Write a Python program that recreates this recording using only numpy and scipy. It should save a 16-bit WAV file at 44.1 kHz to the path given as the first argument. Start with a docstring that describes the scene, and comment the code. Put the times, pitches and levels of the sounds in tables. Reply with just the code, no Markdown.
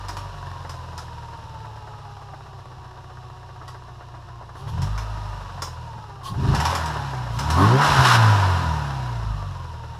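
"""A warm four-cylinder petrol engine, heard from above its open bay in a garage.
It sinks to idle, the exhaust droning and the block clattering, while a few stray ignition sparks snap.
At 4.5 s the throttle gasps and the engine flares up, then settles. It is revved at 6.3 s and, higher,
at 7.3 s: the exhaust booms, the intake growls, the alternator whines and more sparks crack. Near top
speed a loose shield rattles and late burns thud in the pipe; then the engine runs down towards idle."""
import sys
import numpy as np
from scipy import signal
from scipy.fft import rfft, irfft, next_fast_len
from scipy.io import wavfile
from scipy.ndimage import uniform_filter1d

SR = 44100
rng = np.random.default_rng(int(sys.argv[2]) if len(sys.argv) > 2 else 0)


def waveform_to_disk(signal):
    """Save audio, clipped to [-1, 1], as 16-bit WAV at the path in sys.argv[1]."""
    frames = np.transpose(np.atleast_2d(signal))
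    scaled = np.clip(frames, -1, 1) * 32767
    samples = np.round(scaled).astype(np.int16)
    wavfile.write(sys.argv[1], SR, samples)


N = 440558
TIME = np.arange(N) / SR
IDLE_HZ = 30  # firings per second, two to a turn of the crank
# gritty hiss of small metal parts: (frequency [Hz], relative level [dB])
METAL_RASP = [(1500, -12), (2200, -2), (2500, 3), (2850, 8.5), (3200, 2.5), (3900, 5.5), (4600, -0.5),
              (5350, 4.5), (6200, -4.5), (7200, -6.5), (8800, -13), (10800, -12), (12500, -17.5),
              (15000, -29)]


def gain_of(db):
    """Decibels to amplitude."""
    return 10 ** (np.asarray(db) / 20)


def unit_rms(x):
    """Scales to rms 1."""
    return x / np.sqrt(np.mean(x ** 2) + 1e-20)


def value_at(spectrum, hz):
    """A spectrum's value at the given frequencies."""
    points_hz, values = np.transpose(spectrum)
    return np.interp(np.log(hz + 1), np.log(points_hz + 1), values)


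def colour(x, spectrum):
    """Filters by a spectrum that falls away steeply past both ends; white noise keeps its power."""
    size = next_fast_len(len(x))
    hz = np.fft.rfftfreq(size, 1 / SR) + 1
    skirts = np.minimum(hz / spectrum[0][0], 1) * np.minimum(spectrum[-1][0] / hz, 1)
    response = unit_rms(gain_of(value_at(spectrum, hz)) * skirts ** 2)
    return irfft(rfft(x, size) * response, size)[:len(x)]


def wander(per_s):
    """A random drift of rms 1 that changes course per_s times a second."""
    steps = rng.standard_normal(4000)
    return unit_rms(np.interp(TIME * per_s, np.arange(len(steps)), steps))


def add(mix, start_s, sound):
    """Mixes a sound in at the given time."""
    part = mix[max(round(start_s * SR), 0):][:len(sound)]
    part += sound[:len(part)]


def envelope(start, rise, hold, release):
    """Straight rise, hold and exponential release, all in seconds."""
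    attack = np.clip((TIME - start) / rise, 0, 1)
    return attack * np.exp(-np.clip((TIME - start - rise - hold) / release, 0, 40))


def bursts(times, levels_db, decay_s):
    """Sharp bursts of noise, one at each time."""
    level, t = np.zeros(N), TIME[:SR // 4]
    for start, db in zip(times, levels_db):
        add(level, start, gain_of(db) * np.exp(-t / decay_s))
    return level * rng.standard_normal(N)


def resonance(hz, width_hz, samples):
    """The dying ring of one struck mode."""
    t = TIME[:samples]
    return np.exp(-np.pi * width_hz * t) * np.sin(2 * np.pi * hz * t)


def firing_rate():
    """Engine speed in firings per second, gliding by equal ratios."""
    # the crank's run: (time [s], firing rate [Hz])
    speed = [(0, 49.6), (.3, 47.5), (.75, 42.5), (1.5, 37.4), (2.8, 31.0), (3.7, 30.7), (4.52, 29.0),
             (4.68, 35.3), (4.9, 51.5), (5.05, 53.3), (5.3, 50.9), (5.9, 38.4), (6.3, 30.3), (6.42, 43),
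             (6.53, 54), (6.62, 78), (6.72, 86.2), (7.35, 56.4), (7.45, 73), (7.55, 80.6), (7.75, 131.2),
             (7.83, 148.6), (9.0, 64.1), (9.78, 38.8), (9.99, 38.1)]
    times, hz = np.transpose(speed)
    return np.exp(np.interp(TIME, times, np.log(hz)))


def pedal():
    """Opening the throttle loads the cylinders and brings growl, ragged rumble and extra clatter."""
    # presses: (start [s], rise [s], hold [s], load [0-1], growl [dB], rumble [dB], added clatter [dB])
    presses = [(4.56, 0.25, 0.045, 0.67, -48.5, -34.5, 2.5), (6.279, 0.2, 0.087, 0.9, -30, -21, 8.5),
               (7.305, 0.07, 0.29, 0.3, -47, -38, 2), (7.546, 0.057, 0.159, 0.15, -18, -44, -4)]
    load, growl, ragged, strain_db = np.zeros((4, N))
    for start, rise, hold, depth, growl_db, ragged_db, clatter_db in presses:
        press = envelope(start, rise, hold, release=0.034)
        opening = envelope(start, rise, hold, release=0.018)  # the intake shuts before the load fades
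        load = np.maximum(load, depth * press)
        growl += gain_of(growl_db) * opening ** 1.8
        ragged += gain_of(ragged_db) * press
        strain_db += clatter_db * press
    return load, growl, ragged, strain_db


def mechanical_db(hz):
    """Base levels of the block's clatter and the valve train's rasp, which grow with speed."""
    # mechanical noise: (firing rate [Hz], clatter [dB], rasp [dB])
    noise_by_speed = [(28.1, -46, -60), (40.1, -42, -54), (53.3, -38, -50.5), (71.7, -31.5, -44.5),
                      (111.2, -19, -33), (152, -18, -34)]
    speed, *levels = np.transpose(noise_by_speed)
    return [np.interp(np.log(hz), np.log(speed), db) for db in levels]


def blows(firings, wash, uneven_db, rise_firings=0.043):
    """The envelope of pistons and valves striking at fixed crank angles, over a steady wash."""
    # blows in a four-stroke cycle: (place [firings], relative strength [dB], decay [firings])
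    strikes = [(0.5, 2.5, 0.19), (1.55, -12, 0.07), (2.15, -1, 0.28), (2.36, -1.5, 0.3), (2.62, -4.5, 0.35),
               (3.35, -17, 0.1)]
    power = np.full(N, wash ** 2)
    for place, db, decay in strikes:
        cycle, since = np.divmod(firings - place, 4)
        force_by_cycle = gain_of(db + uneven_db * np.clip(rng.standard_normal(400), -1.5, 1.5))
        shape = np.exp(-since / decay) * (1 - np.exp(-since / rise_firings))
        power += (force_by_cycle[cycle.astype(int)] * shape) ** 2
    return np.sqrt(power / uniform_filter1d(power, SR // 6))


def garage(x, wet_db):
    """Adds the dense echoes of the bonnet and walls, keeping the power."""
    # reverberation: (frequency [Hz], time to fall 60 dB [s])
    decay_times = [(100, 0.67), (1000, 0.2), (5000, 0.25), (14000, 0.26)]
    hz, t, noise = signal.stft(rng.standard_normal(SR // 2), SR, nperseg=256)
    fade = gain_of(-60 * t / value_at(decay_times, hz)[:, None])
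    tail = signal.istft(noise * fade, SR, nperseg=256)[1]
    tail[:SR // 300] = 0  # pre-delay
    echoes = signal.oaconvolve(x, tail / np.linalg.norm(tail))[:N]
    wet = gain_of(wet_db)
    return (x + wet * echoes) / np.hypot(1, wet)


def bay(hz, idle_db=-53, octave_db=11.0):
    """The running engine keeps the hollow of the bay ringing at one pitch."""
    hollow = resonance(hz=963, width_hz=36, samples=SR // 5)
    ring = signal.oaconvolve(rng.standard_normal(N), hollow)[:N]
    return gain_of(idle_db + octave_db * np.log2(hz / IDLE_HZ)) * unit_rms(ring)


def alternator(hz, firings, harmonics_db=(-2, -2, -5), octave_db=8, rough_db=2.5):
    """The belt turns a whining fan, louder and slipping more as the engine speeds up."""
    # how well the bay radiates the fan's tones: (frequency [Hz], level [dB])
    radiation = [(340, -59), (375, -56), (500, -62), (640, -59), (740, -54.5), (845, -46.5), (980, -46),
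                 (1120, -52.5), (1260, -51), (1400, -63), (2000, -64.5), (5000, -61)]
    # the belt's slip: (firing rate [Hz], wobble of the fan [blades])
    slip = [(33, .07), (70, .2)]
    blades = 12 * firings
    angle = 2 * np.pi * (blades + np.interp(hz, *np.transpose(slip)) * wander(55))
    blade_hz = np.gradient(blades) * SR
    speed_db = octave_db * np.log2(hz / IDLE_HZ)
    whine = np.zeros(N)
    for k, db in enumerate(harmonics_db, 1):
        level_db = speed_db + db + value_at(radiation, k * blade_hz) + rough_db * wander(45)
        whine += gain_of(level_db) * np.sin(k * angle)
    return np.sqrt(2) * whine


def shield(firings, depth=0.17, rise_s=0.019, release_s=0.015):
    """A loose shield buzzes and sizzles in fits, shaken once by each turn of the crank."""
    # fits near top speed: (start [s], length [s], buzz [dB], sizzle [dB])
    rattles = [(7.805, 0.014, -17, -28), (7.828, 0.22, -23, -29.5), (8.04, 0.12, -18, -24)]
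    # thin sheet metal: (frequency [Hz], relative level [dB])
    tin = [(700, -17), (1050, 18.5), (1500, 18), (2000, 6.5), (2700, -9), (4000, -18), (5500, -16),
           (7000, -18), (11000, -17), (15000, -38)]
    shake = 1 + depth * np.cos(np.pi * firings)
    buzz = colour(shake * rng.standard_normal(N), tin)
    sizzle = colour(shake * rng.standard_normal(N), METAL_RASP)
    out = np.zeros(N)
    for start, length, buzz_db, sizzle_db in rattles:
        fit = envelope(start, rise_s, length - rise_s, release_s)
        out += fit * (gain_of(buzz_db) * buzz + gain_of(sizzle_db) * sizzle)
    return out


def sparks(crack_db=4.0, ring_db=1):
    """Stray ignition sparks crack and ring the nearby metal; the garage throws them back."""
    # sparks: (time [s], relative crack [dB], relative ring [dB])
    snaps = [(0.0843, -32.5, -33), (0.168, -33, -48.5), (0.694, -35.5, -38.5), (0.978, -33, -36.5),
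             (3.679, -37.5, -63), (4.8189, -32, -33), (4.9778, -31.5, -42), (5.621, -29.5, -25),
             (6.548, -23.5, -41), (6.601, -22, -40), (6.652, -20.5, -32.5), (6.704, -26.5, -45),
             (6.7506, -21.5, -43), (6.858, -32, -31.5), (7.3891, -25.5, -29), (7.5026, -21.5, -26)]
    # the bright crack: (frequency [Hz], relative level [dB])
    crack_spectrum = [(400, -3), (1000, 18), (2200, 3), (2900, 3.5), (4600, 1.5), (5200, 6.5), (6200, -3),
                      (7200, -3), (9000, -10), (11000, -8), (13000, -18), (15500, -31)]
    # the metal's ring: (frequency [Hz], relative level [dB])
    ring_spectrum = [(4300, -26), (4950, -0.5), (5300, 2.5), (5800, -5.5), (7200, -10), (9500, -19)]
    times, cracks, rings = np.transpose(snaps)
    crack = colour(bursts(times, cracks + crack_db, decay_s=0.011), crack_spectrum)
    ring = colour(bursts(times, rings + ring_db, decay_s=0.0076), ring_spectrum)
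    return garage(crack + ring, wet_db=1.0)


def throttle():
    """Air gasps past the opening throttle plate, with a hollow whistle in the duct."""
    # gasps: (start [s], length [s], hiss [dB], whistle pitch [Hz], whistle [dB])
    gasps = [(4.54, 0.1, -53.5, 1040, -46), (4.666, 0.047, -47.5, 1000, -46),
             (6.226, 0.082, -39.5, 1080, -33.5), (7.307, 0.086, -47.5, 1090, -43),
             (7.538, 0.14, -37, 1100, -16.5)]
    # sucked air: (frequency [Hz], relative level [dB])
    suction = [(2000, -16), (3200, 4), (4500, -0.5), (6000, -4.5), (8500, -12), (10800, -7), (13000, -19),
               (15000, -16)]
    out = np.zeros(N)
    for start, length, hiss_db, whistle_hz, whistle_db in gasps:
        air = rng.standard_normal(SR // 2)
        duct = resonance(whistle_hz, width_hz=70, samples=SR // 20)
        whistle = gain_of(whistle_db) * unit_rms(signal.oaconvolve(air, duct, "same"))
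        hiss = gain_of(hiss_db) * colour(air, suction)
        swell = np.sin(np.linspace(0, np.pi, int(length * SR)))
        add(out, start, swell * (hiss + whistle)[:len(swell)])
    return garage(out, wet_db=-0.5)


def valve_train(hz, firings, strain_db, trim_db=1, tick_depth=0.48):
    """A gritty hiss that throbs with the blows, with two tappet ticks to a firing."""
    ticks = 1 + tick_depth * np.exp(-(2 * firings % 1) / 0.08) * gain_of(3.9 * wander(80))
    drive = rng.standard_normal(N) * ticks * blows(firings, wash=1.0, uneven_db=3.5)
    _, rasp_db = mechanical_db(hz)
    rasp = gain_of(rasp_db + strain_db + trim_db) * unit_rms(colour(drive, METAL_RASP))
    return garage(rasp, wet_db=-14)


def block(hz, firings, strain_db, trim_db=-3.0, covers_slow_db=-12, covers_fast_db=-2, knock_db=-6):
    """The blows ring the block; with speed they merge into a brighter rush and the covers join in."""
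    # the block at low speed: (frequency [Hz], relative level [dB])
    slow_spectrum = [(120, -9), (200, -23), (280, -10.5), (400, -7.5), (500, -8.5), (600, -6), (780, -3.5),
                     (960, -2.5), (1070, -3.5), (1180, -3.5), (1400, -10), (1750, -10.5), (2100, -22),
                     (3000, -73)]
    # the block at high speed: (frequency [Hz], relative level [dB])
    fast_spectrum = [(120, -33), (220, -5.5), (330, -17.5), (400, -16), (480, -17.5), (680, -4), (860, -1),
                     (980, 5.5), (1130, -3), (1500, -5), (1800, -10), (2100, -20), (3000, -25)]
    # resonances of block and covers: (frequency [Hz], width [Hz], relative level [dB])
    covers = [(862, 32, -6.5), (989, 36, -.5), (1057, 22, -8.5), (1240, 17, -5.5), (1312, 13, -4.5),
              (1435, 15, -4.5), (1498, 23, -5.5), (1601, 15, -6.5), (1718, 26, -9.5)]
    # loose knocks in the block: (time [s], relative peak [dB])
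    loose_knocks = [(.092, -22.5), (.169, -26), (0.466, -32), (0.65, -24.5), (0.93, -32), (1.649, -34),
                    (1.873, -33), (2.337, -31.5), (3.614, -30), (3.746, -32), (4.008, -36), (4.14, -35),
                    (4.412, -32), (4.491, -34), (4.555, -29.5), (4.67, -30), (5.492, -30), (5.578, -30),
                    (5.622, -22), (5.98, -37), (6.539, -17), (6.602, -24), (6.653, -16), (6.727, -15),
                    (6.902, -19), (6.958, -19), (7.134, -20.5), (7.265, -25.5), (7.5, -20)]
    fast = np.clip((hz - 42) / 55, 0, 1)
    slow = 1 - fast
    force = blows(firings, wash=np.interp(hz, [32, 90], [0.24, 1.0]), uneven_db=3.0)
    drive = rng.standard_normal(N) * force
    body = np.sqrt(slow) * colour(drive, slow_spectrum) + np.sqrt(fast) * colour(drive, fast_spectrum)
    body /= np.sqrt(1 + 2 * np.sqrt(fast * slow))  # the blend keeps its power
    modes = sum(gain_of(db) * np.sqrt(width) * resonance(f, width, SR // 6) for f, width, db in covers)
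    ring = unit_rms(signal.oaconvolve(rng.standard_normal(N) * force, modes)[:N])
    ring *= gain_of(covers_slow_db * slow + covers_fast_db * fast)
    knocks = colour(bursts(*np.transpose(loose_knocks), decay_s=0.012), slow_spectrum)
    clatter_db, _ = mechanical_db(hz)
    clatter = gain_of(clatter_db + strain_db + trim_db) * (body + ring)
    return garage(clatter + gain_of(knock_db) * knocks, wet_db=-11)


def intake(hz, firings, growl, breath=0.11, unequal=0.55, shut_db=-83, octave_db=21):
    """Each gulp of a cylinder rings the air box, loudly with the throttle open."""
    # the air box: (frequency [Hz], relative level [dB])
    airbox = [(90, -38), (150, -34), (200, 10), (240, -5), (290, 7.5), (340, -11.5), (390, 5), (470, -20),
              (620, -36), (1000, -23), (2000, -55)]
    gulps = sum(np.cos(2 * np.pi * k * (firings - k / 16)) for k in range(1, 14))
    gulps *= 1 + unequal * np.cos(np.pi * firings) + .15 * wander(60)  # strong and weak alternate
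    air = rng.standard_normal(N) * np.exp(-(firings % 1) / 0.16)
    level = growl + gain_of(shut_db + octave_db * np.log2(hz / IDLE_HZ))
    return level * (unit_rms(colour(gulps, airbox)) + breath * unit_rms(colour(air, airbox)))


def rumble(hz, ragged, idle_db=-49.5, octave_db=4.5):
    """Uneven combustion rumbles in the pipe: a little always, more under load and in late burns."""
    # the exhaust pipe: (frequency [Hz], relative level [dB])
    pipe = [(20, -16), (55, -1.5), (80, 8.5), (110, 9), (150, 10), (175, -0.5), (230, -7.5), (400, -30),
            (700, -66)]
    # thuds of late burns: (start [s], length [s], level [dB])
    afterburns = [(5.938, 0.065, -38), (6.294, .05, -30), (6.468, 0.073, -37), (7.87, 0.12, -23.5),
                  (7.956, 0.092, -20.5), (9.1, 0.39, -44)]
    level = gain_of(idle_db + octave_db * np.log2(hz / IDLE_HZ)) + ragged
    for start, length, db in afterburns:
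        add(level, start, gain_of(db) * np.hanning(int(length * SR)))
    return level * colour(rng.standard_normal(N), pipe)


def exhaust(hz, firings, load, harmonics_db=(0, -13.9, -25, -28.5), load_db=(5, 9.5, 15.5, 15.5)):
    """Firing harmonics sweep through the silencer's resonances; unequal cylinders add a lope."""
    # the silencer's response: (frequency [Hz], level [dB])
    silencer = [(30, -57), (37, -52), (45, -44), (52.5, -29), (62, -37.5), (70, -36.5), (80, -26),
                (95, -22.5), (110, -16.5), (130, -17), (155, -20.5), (185, -28.5), (235, -25.5), (290, -27),
                (370, -21.5), (600, -14)]
    # swell of the exhaust note: (time [s], level [dB])
    swell = [(0, -4), (.8, -1), (4.5, 1), (4.8, 4), (5.05, -1.5), (5.35, -1.5), (6.2, 1), (6.5, 2),
             (6.75, -2.5), (7.35, -1), (7.68, 3.5), (7.87, -4), (8.25, 1.5), (8.6, 1), (9.3, 2.5),
             (9.99, 3)]
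    swell_db = np.interp(TIME, *np.transpose(swell))
    octaves = np.log2(hz / IDLE_HZ)
    waver_db = 0.5 + 0.82 * octaves
    lope_db = -24 + 8.5 * octaves + 8 * load

    def partial(k, db, smear=0.1694):
        """The silencer delays each partial differently, smearing the pulses into a drone."""
        level = gain_of(value_at(silencer, k * hz) + swell_db + db)
        return level * np.cos(2 * np.pi * (k * firings - smear * k * k))

    boom = sum(partial(k, db + push_db * load + waver_db * np.sqrt(k) * wander(16))
               for k, (db, push_db) in enumerate(zip(harmonics_db, load_db), 1))
    lope = sum(partial(k, lope_db - 11 * np.log2(k) + 3 * wander(10))
               for k in (1.5, 2.5, 3.5, 4.5, 5, 5.5))
    return np.sqrt(2) * (boom + lope)


def scene():
    """Mixes gas, metal, whine and sparks in mono around one crankshaft and throttle."""
    hz = firing_rate()
    firings = np.cumsum(hz) / SR
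    load, growl, ragged, strain_db = pedal()
    gas = exhaust(hz, firings, load) + rumble(hz, ragged) + intake(hz, firings, growl) + throttle()
    metal = block(hz, firings, strain_db) + valve_train(hz, firings, strain_db) + shield(firings)
    return (gas + metal + bay(hz) + alternator(hz, firings) + sparks())[None]


def record(dry, cutoff_hz=15350):
    """A steep low-pass trims the highest treble."""
    lowpass = signal.firwin(511, cutoff_hz, window=("kaiser", 9), fs=SR)
    return signal.oaconvolve(dry, lowpass[None], "same")


dry = scene()
out = record(dry)
waveform_to_disk(out)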